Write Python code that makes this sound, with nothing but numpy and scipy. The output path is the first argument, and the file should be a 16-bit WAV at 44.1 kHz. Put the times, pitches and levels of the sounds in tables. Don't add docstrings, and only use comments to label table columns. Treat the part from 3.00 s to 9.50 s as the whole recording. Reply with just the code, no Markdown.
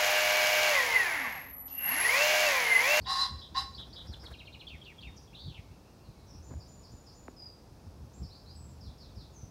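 import sys
import numpy as np
from scipy import signal
from scipy.fft import rfft, irfft
from scipy.io import wavfile
from scipy.ndimage import uniform_filter1d

SR = 44100
rng = np.random.default_rng(int(sys.argv[2]) if len(sys.argv) > 2 else 0)


def waveform_to_disk(signal):
    frames = np.transpose(np.atleast_2d(signal))
    scaled = np.clip(frames, -1, 1) * 32767
    samples = np.round(scaled).astype(np.int16)
    wavfile.write(sys.argv[1], SR, samples)


N = 286650
TIME = np.arange(N) / SR


def from_db(db):
    return 10 ** (np.asarray(db) / 20)


def rms_one(x):
    return x / np.sqrt(np.mean(x ** 2) + 1e-20)


def during(t, length, attack, release):
    return np.clip(np.minimum(t / attack, (length - t) / release), 0, 1)


def swell(at_s, half_s):
    return np.exp(-((TIME - at_s) / half_s) ** 2)


def drift(rate, size=N):
    smoothing = 1 + (np.fft.rfftfreq(size, 1 / SR) / rate) ** 2
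    return rms_one(irfft(rfft(rng.standard_normal(size)) / smoothing, size))


def noise(colour):
    hz, db = np.transpose(colour)
    gain = from_db(np.interp(np.log(np.fft.rfftfreq(N, 1 / SR) + 1), np.log(hz), db))
    return rms_one(irfft(rfft(rng.standard_normal(N)) * gain, N))


def tone(hz):
    return np.sqrt(2) * np.sin(2 * np.pi * np.cumsum(hz) / SR)


def resonate(x, hz, width_hz):
    r = np.exp(-np.pi * width_hz * np.sqrt(2) / SR)
    section = [(1 - r * r) / 2, 0, -(1 - r * r) / 2, 1, -2 * r * np.cos(2 * np.pi * hz / SR), r * r]
    return signal.sosfilt([section, section], x + 1e-18)


def meadow(x, clear_hz, scatter_db, scatter_s, tail_db, tail_s, dull_hz):
    t = TIME[:SR]
    direct = signal.sosfilt(signal.butter(2, clear_hz, fs=SR, output="sos"), x)
    scatter, tail = rng.standard_normal((2, SR))
    scatter = scatter * np.exp(-(t / scatter_s) ** 2)
    tail = signal.sosfilt(signal.butter(2, dull_hz, fs=SR, output="sos"), tail)
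    tail = tail * from_db(-60 * t / tail_s) * (1 - np.exp(-t / 0.011))
    echo = (from_db(scatter_db) * rms_one(scatter) + from_db(tail_db) * rms_one(tail)) / np.sqrt(SR)
    heard = direct + signal.fftconvolve(x, echo)[:N]
    return rms_one(heard) * np.std(x)


# f/Hz, relative level/dB
HUSH_COLOUR = [(24, -47), (40, -2), (91, -5), (146, -6.5), (247, -11), (350, -13), (472, -15.5), (926, -19),
               (998, -21), (2110, -34.5), (2570, -31.5), (2920, -36), (5170, -29.5), (7710, -39),
               (15500, -43.5)]
def country_hush(level_db=-55.5):
    return from_db(level_db) * noise(HUSH_COLOUR)


# f/Hz, relative level/dB
RUMBLE_COLOUR = [(25, -30), (45, -11), (65, 8), (100, 0.5), (160, -6.5), (250, -16.5), (400, -28.5),
                 (800, -47), (3000, -66)]
# t/s, relative level/dB
BREEZE_LEVELS = [(0.0, -53), (0.76, -50), (1.19, -50), (1.52, -59), (2.35, -54), (3.06, -61.5), (3.56, -50),
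                 (4.2, -62), (4.98, -53), (5.49, -57), (5.63, -50.5), (6.5, -53)]
# t/s, half length/s, level/dB
SWIRLS = [(.005, 0.05, -45.5), (0.346, 0.037, -43), (0.63, 0.017, -50), (1.101, 0.013, -38.5),
          (1.23, 0.049, -55), (1.318, 0.01, -42), (1.56, .01, -51), (1.749, 0.019, -46.5),
          (2.066, 0.035, -47.5), (2.477, 0.036, -41), (2.595, 0.0083, -39.5), (2.713, 0.0079, -45.5),
          (3.091, 0.01, -43), (3.38, 0.039, -52.5), (3.502, 0.053, -52.5), (3.567, 0.021, -39),
          (3.942, 0.0066, -44), (4.877, 0.012, -44), (5.01, 0.042, -50.5), (5.223, 0.03, -38),
          (5.627, 0.17, -56.5), (5.878, 0.019, -42), (6.176, 0.014, -42.5), (6.435, 0.0069, -41.5)]
def wind(breeze_gain_db=-3.5, swing_db=2.5):
    rumble = noise(RUMBLE_COLOUR)
    power = uniform_filter1d(uniform_filter1d(rumble ** 2, size=SR // 40), size=SR // 60)
    rumble /= np.sqrt(power + 1e-9)
    breeze_db = np.interp(TIME, *np.transpose(BREEZE_LEVELS)) + swing_db * drift(13)
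    bumps = sum(from_db(db) * swell(s, half_s) for s, half_s, db in SWIRLS)
    return (from_db(breeze_db + breeze_gain_db) + bumps) * rumble


# t/s, half length/s, level/dB
TOUCHES = [(3.518, 0.015, -46), (3.54, 0.0035, -45)]
# f/Hz, relative level/dB
TOUCH_COLOUR = [(200, 9.5), (500, 3), (1000, -3.5), (2100, -14.5), (3500, -53), (16000, -57)]
def rustle():
    touches = sum(from_db(db) * swell(s, half_s) for s, half_s, db in TOUCHES)
    return touches * noise(TOUCH_COLOUR)


def tick(at_s=4.2807, level_db=-42, top_hz=5065, fall_s=0.001, length_s=0.015):
    t = np.maximum(TIME - at_s, 0)
    hz = top_hz / (1 + t / fall_s) ** 1.35
    return from_db(level_db) * during(t, length_s, attack=0.0012, release=length_s / 2) ** 2 * tone(hz)


SLIDES = { "buzz": [(.029, 4185, 4970, 4430, -1, 0, 296), (.074, 3680, 3610, 3500, 0, 0.15, 360)],
          "swoop": [(.054, 4800, 5200, 4000, -7.5, 0.04, 350), (0.024, 4400, 3900, 2900, -1, 0.64, 95)],
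          "chip": [(.018, 3330, 4054, 3800, -5, 0.9, 243), (.022, 3360, 2630, 2330, -3, 0.05, 170)],
          "pip": [(.02, 3420, 3280, 3120, 4.5, 0.16, 0)],
          "slur": [(.017, 3270, 4180, 4390, -4.5, 0.76, 250), (.02, 3410, 3143, 2830, -1.5, .7, 383),
          (.058, 2830, 2393, 1686, -6, 0, 90)], "tick": [(.024, 6600, 5580, 5270, -5, 0.96, 385)],
          "flourish": [(0.021, 1830, 2800, 2400, -7, 0.9, 14), (.012, 3160, 3900, 3410, 5.5, 0.8, 100),
          (.185, 3450, 4100, 2800, -.5, 0.19, 520), (0.065, 3300, 2600, 2000, -4.5, 0, 337)],
          "peep": [(.06, 3710, 3644, 3720, -1.5, 0.53, 0)],
          "flute": [(.065, 2407, 2700, 2500, 0.5, 0.15, 158)],
          "low flute": [(.07, 2410, 2230, 2150, -6.5, 0.6, 0)],
          "tew": [(.06, 4650, 4210, 4100, -3, 0.85, 260)], "lisp": [(.085, 5960, 5460, 5120, -4, .35, 300)],
          "see": [(.017, 5750, 6460, 7300, -9.5, 0.2, 0.0089), (.125, 7047, 7010, 6810, -7, 0, 0)],
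          "drop": [(.045, 5510, 4800, 4290, -2, 0.18, 260)],
          "whistle": [(.145, 5120, 4875, 4705, 3.5, 0.08, 0)],
          "flick": [(.014, 5630, 6930, 7300, -7, 0.6, 0), (.05, 7440, 7530, 7480, -13.5, 0, 0)],
          "rise": [(.088, 3750, 4640, 5440, -5.5, 0.4, 130)],
          "sigh": [(.175, 7890, 7750, 6830, -7.5, 0.07, 110)],
          "fall": [(.095, 5400, 4280, 3346, 3, 0, 280)], "sip": [(.115, 6800, 6100, 5900, -3, 0.26, 120)]}
def syllable(name, t):
    hz, gain, depth = np.zeros((3, len(t)))
    begin_s = 0
    for length_s, start_hz, middle_hz, end_hz, db, loudest, trill_depth_hz in SLIDES[name]:
        now = t >= begin_s
        along = np.minimum((t[now] - begin_s) / length_s, 1)
        bend_hz = 2 * (2 * middle_hz - start_hz - end_hz) * along * (1 - along)
        hz[now] = start_hz + (end_hz - start_hz) * along + bend_hz
        peak = np.clip(loudest, 0.02, 0.98)
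        gain[now] = from_db(db) * during(along, 0.98, peak, 1 - peak) ** 0.46
        depth[now] = trill_depth_hz
        begin_s += length_s
    return hz, gain, depth


def sing(song, trill_hz, waver, flutter_db):
    out, t = np.zeros(N + SR), TIME[:SR // 3]
    for start_s, level_db, name in song:
        hz, gain, depth_hz = syllable(name, t)
        trill = tone(trill_hz * (1 + 0.077 * drift(31, len(t)))) / np.sqrt(2)
        pitch = hz * (1 + waver * drift(86, len(t))) + depth_hz * trill
        loudness = gain * from_db(level_db + flutter_db * drift(74, len(t)))
        at = round(start_s * SR)
        out[at:at + len(t)] += loudness * tone(pitch)
    return out[:N]


# t/s, relative level/dB, syllable
FAR_SONG = [(1.72, -67, "peep"), (2.04, -56.5, "peep"), (2.275, -66.5, "pip"), (2.61, -69.5, "low flute"),
            (2.7, -73, "flute"), (2.84, -74, "flute"), (2.99, -72.5, "flute"), (3.03, -65, "tew"),
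            (3.13, -70, "low flute"), (3.16, -66.5, "tew"), (3.265, -57.5, "lisp"), (3.34, -78, "flute"),
            (3.424, -54.5, "see"), (3.593, -59.5, "drop"), (3.664, -54, "see"), (3.827, -56, "drop"),
            (3.899, -57, "see"), (4.06, -56, "drop"), (4.134, -55.5, "see"), (4.364, -56.5, "whistle"),
            (5.132, -52.5, "flick"), (5.223, -56.5, "drop"), (5.3, -51.5, "rise"), (5.452, -52, "rise"),
            (5.55, -58.5, "sigh"), (5.807, -61.5, "fall"), (5.98, -62, "fall"), (6.154, -63, "fall"),
            (6.327, -57, "sip")]
def far_songbirds():
    song = from_db(2.5) * sing(FAR_SONG, trill_hz=117.9, waver=0.0086, flutter_db=2)
    return meadow(song, clear_hz=9300, scatter_db=4, scatter_s=0.086,
                  tail_db=-6.5, tail_s=0.6, dull_hz=8000)


# t/s, relative level/dB, syllable
FINCH_SONG = [(.015, -53, "buzz"), (.2, -49, "buzz"), (.383, -49, "buzz"), (.748, -45, "buzz"),
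              (.888, -55, "tick"), (.929, -45, "buzz"), (1.069, -44.5, "swoop"), (1.196, -43.5, "swoop"),
              (1.32, -49, "chip"), (1.383, -44.5, "chip"), (1.452, -46, "chip"), (1.523, -47, "chip"),
              (1.592, -46.5, "chip"), (1.668, -47, "pip"), (1.675, -45.5, "slur"), (1.814, -53, "pip"),
              (1.838, -48, "slur"), (1.982, -54, "pip"), (2.005, -47, "slur"), (2.162, -43.5, "tick"),
              (2.218, -51, "tick"), (2.326, -49.5, "flourish")]
def chaffinch():
    song = from_db(-0.5) * sing(FINCH_SONG, trill_hz=153.6, waver=0.0193, flutter_db=1.5)
    return meadow(song, clear_hz=4000, scatter_db=-5, scatter_s=0.031,
                  tail_db=-15, tail_s=0.77, dull_hz=8500)


# f/Hz, relative level/dB
FEATHER_COLOUR = [(100, -39), (300, 9.5), (800, 3), (1700, 2), (2600, -12), (6000, -14.5), (12000, -19),
                  (16000, -30)]
def wings(start_s=0.805, gap_s=0.0366, count=13, level_db=-60, spread_db=5):
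    beat = np.arange(count)
    times = start_s + gap_s * (beat + np.minimum(beat, 2))
    strokes = sum(from_db(level_db + spread_db * rng.standard_normal()) * swell(s, half_s=0.014)
                  for s in times)
    return strokes * noise(FEATHER_COLOUR)


# f/Hz, width/Hz, relative level/dB
THROAT_RINGS = [(790, 47, 2.5), (1020, 98, 1), (1450, 250, -12), (1880, 215, -6), (2810, 290, -17),
                (3893, 330, -1.5), (4070, 86, -14), (4700, 630, -1), (5330, 85, -0.5), (5376, 170, -10),
                (6970, 160, -13), (8330, 600, -19), (9300, 2100, -39), (11000, 1400, -25),
                (14700, 2200, -43)]
def throat_rasp(pulse_hz=270, jitter=0.25, air=0.99):
    cycles = np.cumsum(pulse_hz * (1 + jitter * drift(150))) / SR
    pulses = np.diff(np.floor(cycles), prepend=0) * from_db(2 * rng.standard_normal(N))
    puffs = rng.standard_normal(N) * np.exp(-2 * (cycles % 1))
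    source = rms_one(pulses) + air * rms_one(puffs)
    return rms_one(sum((-1) ** k * from_db(db) * resonate(source, hz, width_hz)
                       for k, (hz, width_hz, db) in enumerate(THROAT_RINGS)))


# t/s, length/s, relative level/dB
CROW_NOTES = [(.055, 0.23, -8), (0.542, 0.088, -7)]
# t/s, half length/s, extra level/dB
PUSHES = [(0.12, .026, 6.5), (0.215, 0.0279, 9.5), (0.584, 0.023, 6.5)]
def pheasant(low_tone_hz=1071, high_tone_hz=3970, flutter_db=2, scoop_hz=279.4, scoop_s=0.00805,
             beak_open_s=0.044, closed_beak_hz=5000):
    rasp = throat_rasp()
    muffled = signal.sosfiltfilt(signal.butter(3, closed_beak_hz, fs=SR, output="sos"), rasp)
    effort_db = sum(db * swell(s, half_s) for s, half_s, db in PUSHES)
    low_hz = low_tone_hz + 3.5 * effort_db + 14 * drift(97)
    high_hz = high_tone_hz + 10.5 * effort_db + 40 * drift(110)
    low_gain = from_db(-31.5 + 0.6 * effort_db + flutter_db * drift(100))
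    high_gain = from_db(-30.5 + effort_db + flutter_db * drift(90))
    rasp_gain = from_db(-27.5 + 0.15 * effort_db)
    crow = np.zeros(N)
    for start_s, length_s, level_db in CROW_NOTES:
        t = np.maximum(TIME - start_s, 0)
        scoop = scoop_hz * np.exp(-t / scoop_s)
        opening = np.clip(t / beak_open_s, 0, 1)
        upper = tone(high_hz - scoop) + from_db(-30) * tone(2 * (high_hz - scoop))
        tones = low_gain * tone(low_hz - scoop) + np.sqrt(opening) * high_gain * upper
        harsh = rasp_gain * (muffled + opening ** 2 * (rasp - muffled))
        pressure = during(t, length_s, attack=0.015, release=0.051)
        crow += pressure * from_db(level_db) * (pressure * tones + harsh)
    return meadow(crow, clear_hz=13500, scatter_db=-2, scatter_s=0.047,
                  tail_db=-12.5, tail_s=0.55, dull_hz=8000)


def scene():
    calls = pheasant() + chaffinch() + far_songbirds()
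    return (calls + country_hush() + wings() + rustle() + tick() + wind())[None]


def record(dry):
    thin = signal.sosfilt(signal.butter(6, 39, "high", fs=SR, output="sos"), dry)
    return signal.sosfilt(signal.ellip(12, 0.1, 80, 15750, fs=SR, output="sos"), thin)


dry = scene()
out = record(dry)
waveform_to_disk(out)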